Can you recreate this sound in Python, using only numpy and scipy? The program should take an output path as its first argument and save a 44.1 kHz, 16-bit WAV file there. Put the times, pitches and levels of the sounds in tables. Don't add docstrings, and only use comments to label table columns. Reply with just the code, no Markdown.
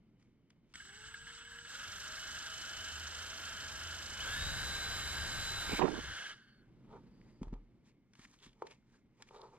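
import sys
import numpy as np
from scipy import signal
from scipy.fft import rfft, irfft, next_fast_len
from scipy.io import wavfile
from scipy.ndimage import map_coordinates

SR = 44100
rng = np.random.default_rng(int(sys.argv[2]) if len(sys.argv) > 2 else 0)


def int16_out(signal):
    q = np.round(np.clip(np.atleast_2d(signal).T, -1, 1) * 32767)
    wavfile.write(sys.argv[1], SR, q.astype(np.int16))


N = 422478

# (frequency [Hz], gain [dB per Hz])
ROOM_COLOUR = [(12, -33), (25, -3.5), (58, -7.5), (88, -13), (122, -0.5), (150, -6), (220, -3.5),
               (330, -10), (450, -19), (700, -26.5), (2900, -37.5), (5100, -42.5), (9000, -53.5),
               (15600, -64.5)]
# (time [s], level [dB])
ROOM_LEVEL = [(0, -68.5), (1.5, -72), (4.45, -64), (5.9, -72), (6.48, -68.5), (6.96, -58), (7.26, -62.5),
              (7.47, -63.5), (8.14, -71), (9.58, -69)]
# (frequency [Hz], left-right correlation [0-1])
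PORT_LIKENESS = [(60, 0.93), (300, 0.94), (1400, 0.91), (3000, 1), (6000, 0.71), (10000, 0.31),
                 (15000, .05)]
# (frequency [Hz], left minus right [dB])
PORT_LEAN = [(60, -12.5), (110, -6), (200, -3.5), (380, -3.5), (700, -4), (1290, -0.5), (2380, 0.0),
             (4400, -1), (8120, -5), (15000, -18.5)]
LAG_S = 3 / SR
TOP_HZ = 15600

# (centre [Hz], width [Hz], course [(time [s], level [dB]), ..])
WHEEZES = [(2250, 280, [(5.68, -51), (5.73, -44), (5.79, -43.5), (5.82, -71)]), (1520, 74, [(5.9, -69),
           (5.97, -53.5), (6.3, -64), (6.35, -76), (6.62, -76.5), (6.7, -89)]), (4740, 160, [(7, -100),
           (7.15, -86), (7.38, -84), (7.42, -100)]), (2990, 62, [(.74, -69.5), (1.66, -64.5), (1.8, -74)]),
           (4560, 195, [(6.2, -73), (6.3, -66), (6.4, -79), (6.62, -89)]), (2140, 120, [(0, -92.5),
           (9.58, -91)]), (3030, 60, [(0, -96), (6.3, -96.5), (8, -105), (9.58, -99)])]

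# (frequency [Hz], gain [dB per Hz])
SKIN_COLOUR = [(600, -14.5), (1000, -1.5), (1500, -5.5), (1850, -1), (2050, -6), (2320, -2), (2700, -7),
               (3300, -6), (4300, -6), (6900, -7.5), (15000, -36.5)]
# (centre [Hz], width [Hz], gain [dB])
TUB_MODES = [(390, 60, 2.5), (466, 150, -0.5), (900, 71, 1), (1015, 130, -6), (1248, 180, -9.5),
             (2370, 240, -30)]
# (centre [Hz], width [Hz], gain [dB])
RIM_MODES = [(1190, 500, -4.5), (2290, 610, 0.5), (3160, 330, 3), (4600, 2700, -2), (8000, 3200, -3.5)]
# (centre [Hz], width [Hz], gain [dB])
TABLE_MODES = [(125.4, 103, -8.5), (195.4, 64, 2.5), (257, 38, 3), (382, 76, -7.5)]
# (centre [Hz], width [Hz], gain [dB])
BOOM_MODES = [(37.6, 6.8, 0.5)]
# (peak [s], rise [s], fall [s], rub [dB], tub [dB], crackle centre [Hz])
STROKES = [(.2, .02, 0.17, -81, -88, 2190), (.502, .01, 0.043, -82, -86, 2280),
           (.73, 0.069, 0.0053, -76.5, -86, 3000), (6.92, 0.045, .08, -79, -57, 3500),
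           (6.97, 0.077, 0.031, -83, -58, 3500), (7.29, .2, 0.24, -80, -75, 2000),
           (7.44, 0.024, 0.063, -76, -60, 3200), (7.55, .03, 0.053, -90, -61, 1500),
           (7.86, 0.023, 0.058, -78, -91, 3480), (7.895, 0.059, 0.034, -74.5, -79, 2400),
           (8.2, 0.066, 0.064, -68, -88, 1400), (8.248, 0.07, 0.028, -63.5, -88, 1890),
           (8.34, 0.14, 0.053, -69, -87, 6450), (8.445, 0.051, 0.071, -60.5, -69, 3330),
           (8.62, 0.08, 0.046, -77, -68, 1100), (8.672, 0.028, 0.022, -64.5, -61, 2400),
           (8.71, 0.021, 0.054, -63, -65, 2400), (8.96, 0.16, 0.059, -75.5, -79.5, 1500),
           (9.22, 0.07, .025, -70.5, -66, 2300), (9.287, .05, .025, -69.5, -90, 2350),
           (9.35, 0.057, 0.11, -68, -54.5, 3800), (9.43, 0.056, 0.11, -73.5, -56.5, 4200),
           (9.56, .1, 0.15, -76, -60, 2300)]
# (time [s], tick level [dB], knock of the tub re tick [dB])
TAPS = [(0.2254, -59, -9), (0.5023, -48, -21), (0.7382, -36, -38), (0.7547, -31, -25.5), (5.7934, -42, -5),
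        (7.4164, -53, 7), (7.4295, -41.5, 4.5), (7.4799, -55, 8), (7.5284, -52, 9), (7.5373, -50, 9.5),
        (8.1339, -47.5, -18.5), (8.1519, -47.5, -10), (8.1918, -47, -10), (8.462, -44, -15),
        (8.529, -56, -22), (8.6208, -44, 23), (8.6677, -39.5, -16), (8.7096, -42, -14),
        (9.2219, -34.5, -25), (9.2873, -48, -22), (9.3084, -59.5, 19.5), (9.396, -62, 18)]
# (time [s], thud level [dB], boom re thud [dB])
THUDS = [(5.729, -15.5, -22.5), (7.414, -19, -22.5), (7.471, -42.5, 2.5), (7.525, -22.5, -16.5),
         (8.19, -39, -24), (8.464, -39.5, -20)]
SOFT_HZ, NAIL_HZ = 800, 7030
CRACKLES_PER_S, CRACKLE_Q = 500, 2.5

STEP_TURNS_PER_S = (39, 108, 305)
# (time [s], new speed [turns per s], slow share [0-1], time constant of the rest [s])
TRIGGER = [(.74, 39, .35, .015), (1.665, 108, .4, .039), (4.18, 306, .265, .04), (5.775, 258, 0, .11),
           (6.24, 0, 0, .64)]
CREEP_S, STOP_S = .19, 6.33

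AIR_DB = (-69, -63.5, -51)
# (time [s], relative level [dB])
DRAUGHT = [(.74, -3.5), (5.72, -1), (5.8, -17), (5.95, -2), (6, -3), (6.1, 2), (6.22, -27), (6.35, -38)]
# (frequency [Hz], gain [dB per Hz])
BUFFET_COLOUR = [(12, -34), (20, -10), (65, 0), (172, -12), (274, -29), (300, -23), (390, -37.5),
                 (660, -120)]
# (time [s], level [dB], edge noise re it [dB])
JET = [(5.62, -83, 2), (5.74, -43, 0), (5.768, -69, -5), (5.796, -38, 1), (5.82, -37, 1),
       (5.885, -37, -5.5), (5.9, -45, -9), (5.99, -46.5, -8), (6.02, -63, -12), (6.2, -78, -16)]
# (frequency [Hz], gain [dB per Hz])
JET_LOW_COLOUR = [(50, -11.5), (150, -3.0), (330, 4), (450, -2), (700, -21.5), (1500, -64.5), (3000, -100)]
JET_EDGE_COLOUR = [(300, -39.5), (600, -0.5), (1000, -2), (1600, -13), (3000, -23.5), (7000, -85.5)]
# (time [s], level [dB])
SLAPS = [(5.694, -31), (5.736, -31.5), (5.793, -24), (5.815, -25.5), (5.833, -20), (5.852, -24),
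         (5.868, -27), (5.887, -33)]
GUST_DB = 2

SHAFT_ORDERS = (4, 5.04, 5.29, 6, 7, 10, 12, 13, 16, 24, 24.4, 24.9, 36.7, 43)
# (step 1 [dB], step 2 [dB], step 3 [dB])
SHAFT_DB = [(-92, -80.5, -64.5), (-97, -95, -60), (-113, -86.5, -65), (-89, -72, -65.5),
            (-94, -93.5, -64.5), (-101, -87, -64), (-73, -82.5, -59.5), (-85, -100, -48.5),
            (-101, -82.5, -59.5), (-79.5, -94, -74), (-89, -89.5, -71), (-86, -82, -66.5),
            (-102, -84.5, -87.5), (-72, -82, -86)]
SWITCH_HZ = 7985
# (offset [multiples of the speed], step 1 [dB], step 2 [dB], step 3 [dB])
SWITCHING = [(-8, -85, -95, -95), (-4, -69, -71, -90), (0, -85, -84, -95), (4, -72, -73, -69),
             (8, -88, -87, -95)]
# (multiple of the speed, course [(time [s], level [dB]), ..])
SURGES = [(16, [(4.185, -60), (4.21, -43), (4.225, -52), (4.25, -60)]), (6, [(4.22, -60), (4.27, -47),
          (4.33, -44), (4.42, -49), (4.48, -64)]), (24.5, [(4.22, -70), (4.3, -63), (4.5, -68)]),
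          (36.7, [(5.8, -76), (5.9, -72), (6.3, -78)]), (24.5, [(5.8, -72), (6, -66), (6.2, -63),
          (6.32, -68)]), (13, [(5.95, -72), (6.1, -64), (6.32, -61)])]
# (time [s], frequency [Hz], level [dB])
SQUEALS = [
    [(1.72, 2650, -80), (1.8, 2900, -62), (1.9, 3150, -62), (2, 3270, -68), (2.15, 3310, -70),
     (2.6, 3260, -72), (3.3, 3190, -72), (3.5, 3170, -85)],
    [(2.1, 2985, -80), (2.22, 2988, -58), (3, 3037, -57), (3.45, 3105, -55), (3.7, 3080, -56),
     (4.04, 3000, -57), (4.17, 3012, -54), (4.21, 3000, -49), (4.27, 3020, -75)],
    [(6.33, 4420, -90), (6.47, 4440, -86), (6.52, 4490, -78), (6.58, 4430, -79), (6.61, 4330, -77),
     (6.625, 4280, -95)],
]
# (peak [s], rise [s], fall [s], level [dB])
DRONE = [(3.05, 0.69, 0.55, -55), (3.86, 0.54, 0.82, -53.5)]

# (centre [Hz], width [Hz], gain [dB])
CASING_MODES = [(1626, 91, 4), (2183, 53, -5.5), (3022, 160, -5)]
# (centre [Hz], width [Hz], gain [dB])
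NOSE_MODES = [(3743, 260, 3), (4450, 1100, 0), (5500, 880, 0.5), (6600, 400, -0.5), (7424, 210, 5),
              (8360, 930, -8)]
# (centre [Hz], width [Hz], gain [dB])
WALL_MODES = [(1317, 259, -3.5), (1456, 175, 1), (2736, 340, -7.5), (3405, 590, -9)]
# (centre [Hz], width [Hz], gain [dB])
CHUCK_MODES = [(4360, 280, -3), (5246, 120, 3), (6000, 200, 3)]
# (frequency [Hz], gain [dB per Hz])
FIZZ_COLOUR = [(5470, -30.5), (9300, -4), (10000, -5), (12000, -6), (12900, -14), (14600, -20.5),
               (15600, -28.5)]
# (frequency [Hz], gain [dB per Hz])
CUT_COLOUR = [(200, -1), (400, 1), (800, 3), (1500, 3.5), (2600, 2.5), (5000, -4), (9000, -64)]
# (time [s], level [dB])
RATTLE = [(.745, -55), (.8, -59), (.95, -54.5), (1.64, -54.5), (1.69, -47.5), (4.16, -48.5), (4.3, -42.5),
          (4.5, -45), (5.79, -44.5), (5.87, -62), (5.93, -48), (6.13, -43.5), (6.33, -45), (6.35, -60.5),
          (6.52, -69.5), (6.7, -86)]
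# (time [s], treble level change [dB])
AWAY = [(5.79, 0.5), (5.815, -7), (5.87, -8.5), (5.95, -6.5), (6.13, -5.5), (6.3, -7.5), (6.35, -20),
        (6.42, -32), (6.52, -54), (6.7, -58)]
# (time [s], level [dB])
KNOCKS = [(0.8003, -37.5), (0.8512, -36.5), (0.889, -41), (0.9222, -47.5), (0.973, -45), (1.0368, -37.5),
          (1.0824, -39), (1.1407, -30), (1.213, -39), (1.268, -34), (1.384, -36), (1.45, -39),
          (1.556, -39.5), (1.5856, -33)]
LUMPS_DB = (3.5, 1.54, 1.5)
# (multiple of its speed, relative depth [dB], phase [rad])
CHATTER = [(.5, 1.13, .9), (1, 3.3, 1.8), (2, 2.6, -2.1)]
BEAT_SHARE = (0.17, 0.37, 0.24)
WALL_DB = (-5, -2.5, -5)
CHUCK_DB = (-7, -4, -10)
HISS_DB, FIZZ_DB, CUT_DB = (-62.5, -53, -48), (-85.5, -69.5, -62.5), (-75, -60.5, -54.5)
CARRIER_RATIO = .2435
BITE_S, BITE_DB_PER_S = (1.59, 3.64), 2.5
THROUGH_S, LOOSE_DB = 5.8, -4
FIZZ_LOSS, CUT_LOSS, TONE_LOSS = 2.04, 0.96, 1.2
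DULL_HZ, DULL_WIDTH_HZ, DULLING = 7400, 450, 1.6


def amp(db):
    return 10 ** (np.asarray(db) / 20)


def unit(x):
    return x / np.sqrt(np.mean(x ** 2) + 1e-20)


def curves(rows):
    s, *cols = np.transpose(rows)
    t = np.arange(N) / SR
    gate = np.clip(np.minimum(t - s[0], s[-1] - t) / 0.0035, 0, 1)
    return [np.interp(t, s, c) for c in cols] + [gate]


def swells(rows):
    t = np.arange(N) / SR
    total = 0
    for peak_s, rise_s, fall_s, *db in rows:
        shape = amp(-20 * np.maximum((peak_s - t) / rise_s, (t - peak_s) / fall_s))
        total = total + shape * amp(db)[:, None]
    return total


def wobble(knots_per_s):
    knots = rng.standard_normal(int(N * knots_per_s / SR) + 4)
    return map_coordinates(knots, [np.arange(N) * knots_per_s / SR])


def filtered(x, response):
    m = next_fast_len(N + SR // 2)
    return irfft(rfft(x, m) * response(np.fft.rfftfreq(m, 1 / SR)), m)[..., :N]


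def along(points, hz):
    f, v = np.transpose(points)
    return np.interp(np.log(hz + 1), np.log(f + 1), v)


def colour(points):
    return lambda hz: amp(along(points, hz))


def body(modes):
    def response(f):
        total = 0
        for k, (c, w, db) in enumerate(modes):
            total = total + (-1) ** k * amp(db) * 1j * f * w / (c * c - f * f + 1j * f * w)
        return total
    return response


def grit(response, lumps_db, fast=60):
    lumps = amp(lumps_db * (wobble(fast) + 0.31 * wobble(12)))
    return unit(filtered(unit(lumps) * rng.standard_normal((2, N)), response))


def strike(t, db, decay_s, attack_s):
    return amp(db - 60 * t / decay_s) * (1 - np.exp(-t / attack_s))


def tone(hz, db, blur_hz, waver_db):
    phase = 2 * np.pi * np.cumsum(hz + blur_hz * wobble(40)) / SR
    return np.sqrt(2) * amp(db + waver_db * wobble(9)) * np.sin(phase)


def ports(pair, lean, lag_s=LAG_S, alike=1):
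    def paths(hz):
        turn = np.arccos(np.clip(alike * along(PORT_LIKENESS, hz), -1, 1)) / 2
        half_db = lean * along(PORT_LEAN, hz) / 2
        left = amp(half_db) * np.exp(-2j * np.pi * hz * lag_s)
        right = amp(-half_db)
        return np.array([[left * np.cos(turn), left * np.sin(turn)],
                         [right * np.cos(turn), -right * np.sin(turn)]])
    return filtered(pair, paths).sum(axis=1)


def echo(x, t60_s):
    t = np.arange(SR // 5) / SR
    noise = rng.standard_normal((2, len(t))) * amp(-60 * t / t60_s)
    tail = filtered(noise, colour([(100, 10.0), (3000, -8), (12000, -19.0)]))[:, :len(t)]
    return signal.fftconvolve(x[None], tail / np.linalg.norm(tail[0]), axes=1)[:, :N]


def room():
    level = amp(curves(ROOM_LEVEL)[0] + 0.5)
    return ports(level * grit(colour(ROOM_COLOUR), 1.0, fast=73), lean=.1, alike=0.97)


def wheezes():
    bands = 0
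    for hz, width_hz, rows in WHEEZES:
        db, gate = curves(rows)
        bands = bands + amp(db) * gate * grit(body([(hz, width_hz, 0)]), 1.6)
    return ports(bands, lean=.5)


def crackle():
    snaps = (rng.random(N) < CRACKLES_PER_S / SR) * amp(3.4 * rng.exponential(size=N))
    snaps = snaps * rng.choice([-1, 1], N)
    total = 0
    for row in STROKES:
        ring = body([(row[5], row[5] / CRACKLE_Q, 0)])
        total = total + swells([row[:4]])[0] * unit(filtered(snaps, lambda hz: ring(hz) ** 2))
    return total


def hands():
    rub, tub = swells([row[:5] for row in STROKES])
    snapping = crackle()
    strokes = rub * grit(colour(SKIN_COLOUR), 1.6, fast=110) + [snapping, 0.26 * snapping]
    strokes += tub * grit(body(TUB_MODES), 2.5)
    ticks, knocks, thuds, booms = np.zeros((4, N))
    t = np.arange(SR // 40) / SR
    for s, db, knock_db in TAPS:
        start = round(s * SR)
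        ticks[start:][:len(t)] += strike(t, db + 9.5, 0.016, 0.0027) * rng.standard_normal(len(t))
        knocks[start] = amp(db + knock_db + 28)
    for s, db, boom_db in THUDS:
        thuds[round(s * SR)] = amp(db + 29.5)
        booms[round(s * SR)] = amp(db + boom_db + 59)
    hits = filtered(ticks, lambda hz: body(RIM_MODES)(hz) / (1 + 1j * hz / NAIL_HZ) ** 2)
    hits += filtered(knocks, body(TUB_MODES))
    table = filtered(thuds, body(TABLE_MODES)) + filtered(booms, body(BOOM_MODES))
    table = filtered(table, lambda hz: 1 / (1 + 1j * hz / SOFT_HZ) ** 2)
    near = ports(strokes + [hits, 0.3 * hits], lean=0.23)
    return near + table + amp(-13.0) * echo(hits, t60_s=0.2)


def spin():
    t, speed, old = np.minimum(np.arange(N) / SR, STOP_S), 0, 0
    for s, new, slow, quick_s in TRIGGER:
        age_s = np.maximum(t - s, 0)
        lagging = slow * np.exp(-age_s / CREEP_S) + (1 - slow) * np.exp(-age_s / quick_s)
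        speed = speed + (new - old) * (1 - lagging)
        old = new
    return np.maximum(speed, 1)


def at_step(speed, values):
    return np.interp(np.log(speed), np.log(STEP_TURNS_PER_S), values)


def jet():
    db, edge_db, gate = curves(JET)
    low = grit(colour(JET_LOW_COLOUR), 4.8, fast=46)[0]
    edge = grit(colour(JET_EDGE_COLOUR), 4.1, fast=120)[0]
    blast = gate * (amp(db + 3.0) * low + amp(db + edge_db) * edge)
    t = np.arange(SR // 30) / SR
    slap = np.sin(2 * np.pi * 340 * t) + 0.68 * np.sin(2 * np.pi * 950 * t)
    for s, slap_db in SLAPS:
        blast[round(s * SR):][:len(t)] += strike(t, slap_db + 1, 0.016, 0.0014) * slap
    return blast


def air(speed):
    db, gate = curves(DRAUGHT)
    db = db + at_step(speed, AIR_DB) + GUST_DB * wobble(7)
    a, b = grit(colour(BUFFET_COLOUR), 0.77, fast=9.1)
    steady = gate * amp(db) * np.array([1.9 * a + 0.57 * b, 0.98 * a - 0.31 * b])
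    return steady + jet() * amp([[-22], [6]])


def motor(speed, running):
    free_db = TONE_LOSS * curves(AWAY)[0]
    grid_hz = np.arange(0, 9000., 10)
    swell_db = 5 + 12 * np.log10(np.abs(body(CASING_MODES)(grid_hz)) + 0.35)
    tones = np.zeros(N)
    for k, step_db in zip(SHAFT_ORDERS, SHAFT_DB):
        db = at_step(speed, step_db) + free_db + np.interp(k * speed, grid_hz, swell_db)
        tones += tone(k * speed, db, blur_hz=k * (.45 - 0.11 * free_db), waver_db=2.24)
    tones *= running * np.clip((np.arange(N) / SR - .78) / 0.13, 0, 1)
    for k, rows in SURGES:
        db, gate = curves(rows)
        tones += gate * tone(k * speed, db, blur_hz=2.5 * k, waver_db=1.2)
    for rows in SQUEALS:
        hz, db, gate = curves(rows)
        tones += gate * tone(hz, db, blur_hz=12, waver_db=2.5)
    tones += swells(DRONE)[0] * tone(81, 0, blur_hz=5.33, waver_db=3.0)
    switch = np.zeros(N)
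    for k, *step_db in SWITCHING:
        db = at_step(speed, step_db) + free_db
        switch += tone(SWITCH_HZ + k * speed, db, blur_hz=3, waver_db=1.2)
    switch *= running * amp(2 * free_db)
    shaft = ports(np.array([tones, .2 * tones]), lean=0.36)
    return shaft + ports(np.array([switch, .2 * switch]), lean=0.88, lag_s=0.2 * LAG_S)


def tooth_knocks():
    knocks, t = np.zeros(N), np.arange(SR // 30) / SR
    for s, db in KNOCKS:
        burst = strike(t, db + 12.5, 0.021, 0.0015) * rng.standard_normal(len(t))
        knocks[round(s * SR):][:len(t)] += burst
    return filtered(knocks, body(CASING_MODES))


def gears(speed):
    rattle_db, gate = curves(RATTLE)
    away_db = curves(AWAY)[0]
    t = np.arange(N) / SR
    hiss_db = at_step(speed, HISS_DB) + away_db
    fizz_db = at_step(speed, FIZZ_DB) + FIZZ_LOSS * away_db
    bite_db = BITE_DB_PER_S * (np.clip(t, *BITE_S) - BITE_S[0])
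    cut_db = at_step(speed, CUT_DB) + bite_db + CUT_LOSS * away_db
    loose_db = LOOSE_DB * np.clip((t - THROUGH_S) / .1, 0, 1)
    wall_db = rattle_db + at_step(speed, WALL_DB) + loose_db
    chuck_db = hiss_db + np.interp(speed, STEP_TURNS_PER_S, CHUCK_DB)
    lumps_db = np.interp(speed, STEP_TURNS_PER_S, LUMPS_DB)
    angle = 2 * np.pi * CARRIER_RATIO * np.cumsum(speed) / SR
    beat_db = sum(db * np.cos(k * angle + rad) for k, db, rad in CHATTER)
    beat_db = beat_db * np.interp(speed, STEP_TURNS_PER_S, BEAT_SHARE)

    noise = amp(rattle_db - 3.0 + 0.21 * beat_db) * grit(body(CASING_MODES), lumps_db)
    noise += amp(wall_db) * grit(body(WALL_MODES), 0.98 * lumps_db)
    noise += amp(hiss_db + 1.4 * beat_db) * grit(body(NOSE_MODES), 0.65 * lumps_db, fast=29)
    noise += amp(chuck_db + 3.2 * beat_db) * grit(body(CHUCK_MODES), .8)
    noise = filtered(noise, lambda hz: 1 / (1 + (hz / 10000) ** 8))
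    dull_ring = filtered(noise, body([(DULL_HZ, DULL_WIDTH_HZ, 0)]))
    noise -= (1 - amp(DULLING * away_db)) * dull_ring
    noise += amp(fizz_db + .3 * beat_db) * grit(colour(FIZZ_COLOUR), 0.8 * lumps_db)
    noise += amp(cut_db) * grit(colour(CUT_COLOUR), 0.83)
    knocks = tooth_knocks()
    return ports(gate * noise + [knocks, .3 * knocks], lean=1)


def drill():
    speed = spin()
    running = curves([(TRIGGER[0][0],), (STOP_S,)])[0]
    return air(speed) + motor(speed, running) + gears(speed)


def scene():
    return room() + wheezes() + hands() + drill()


def record(dry):
    return filtered(dry, lambda hz: hz < TOP_HZ)


dry = scene()
out = record(dry)
int16_out(out)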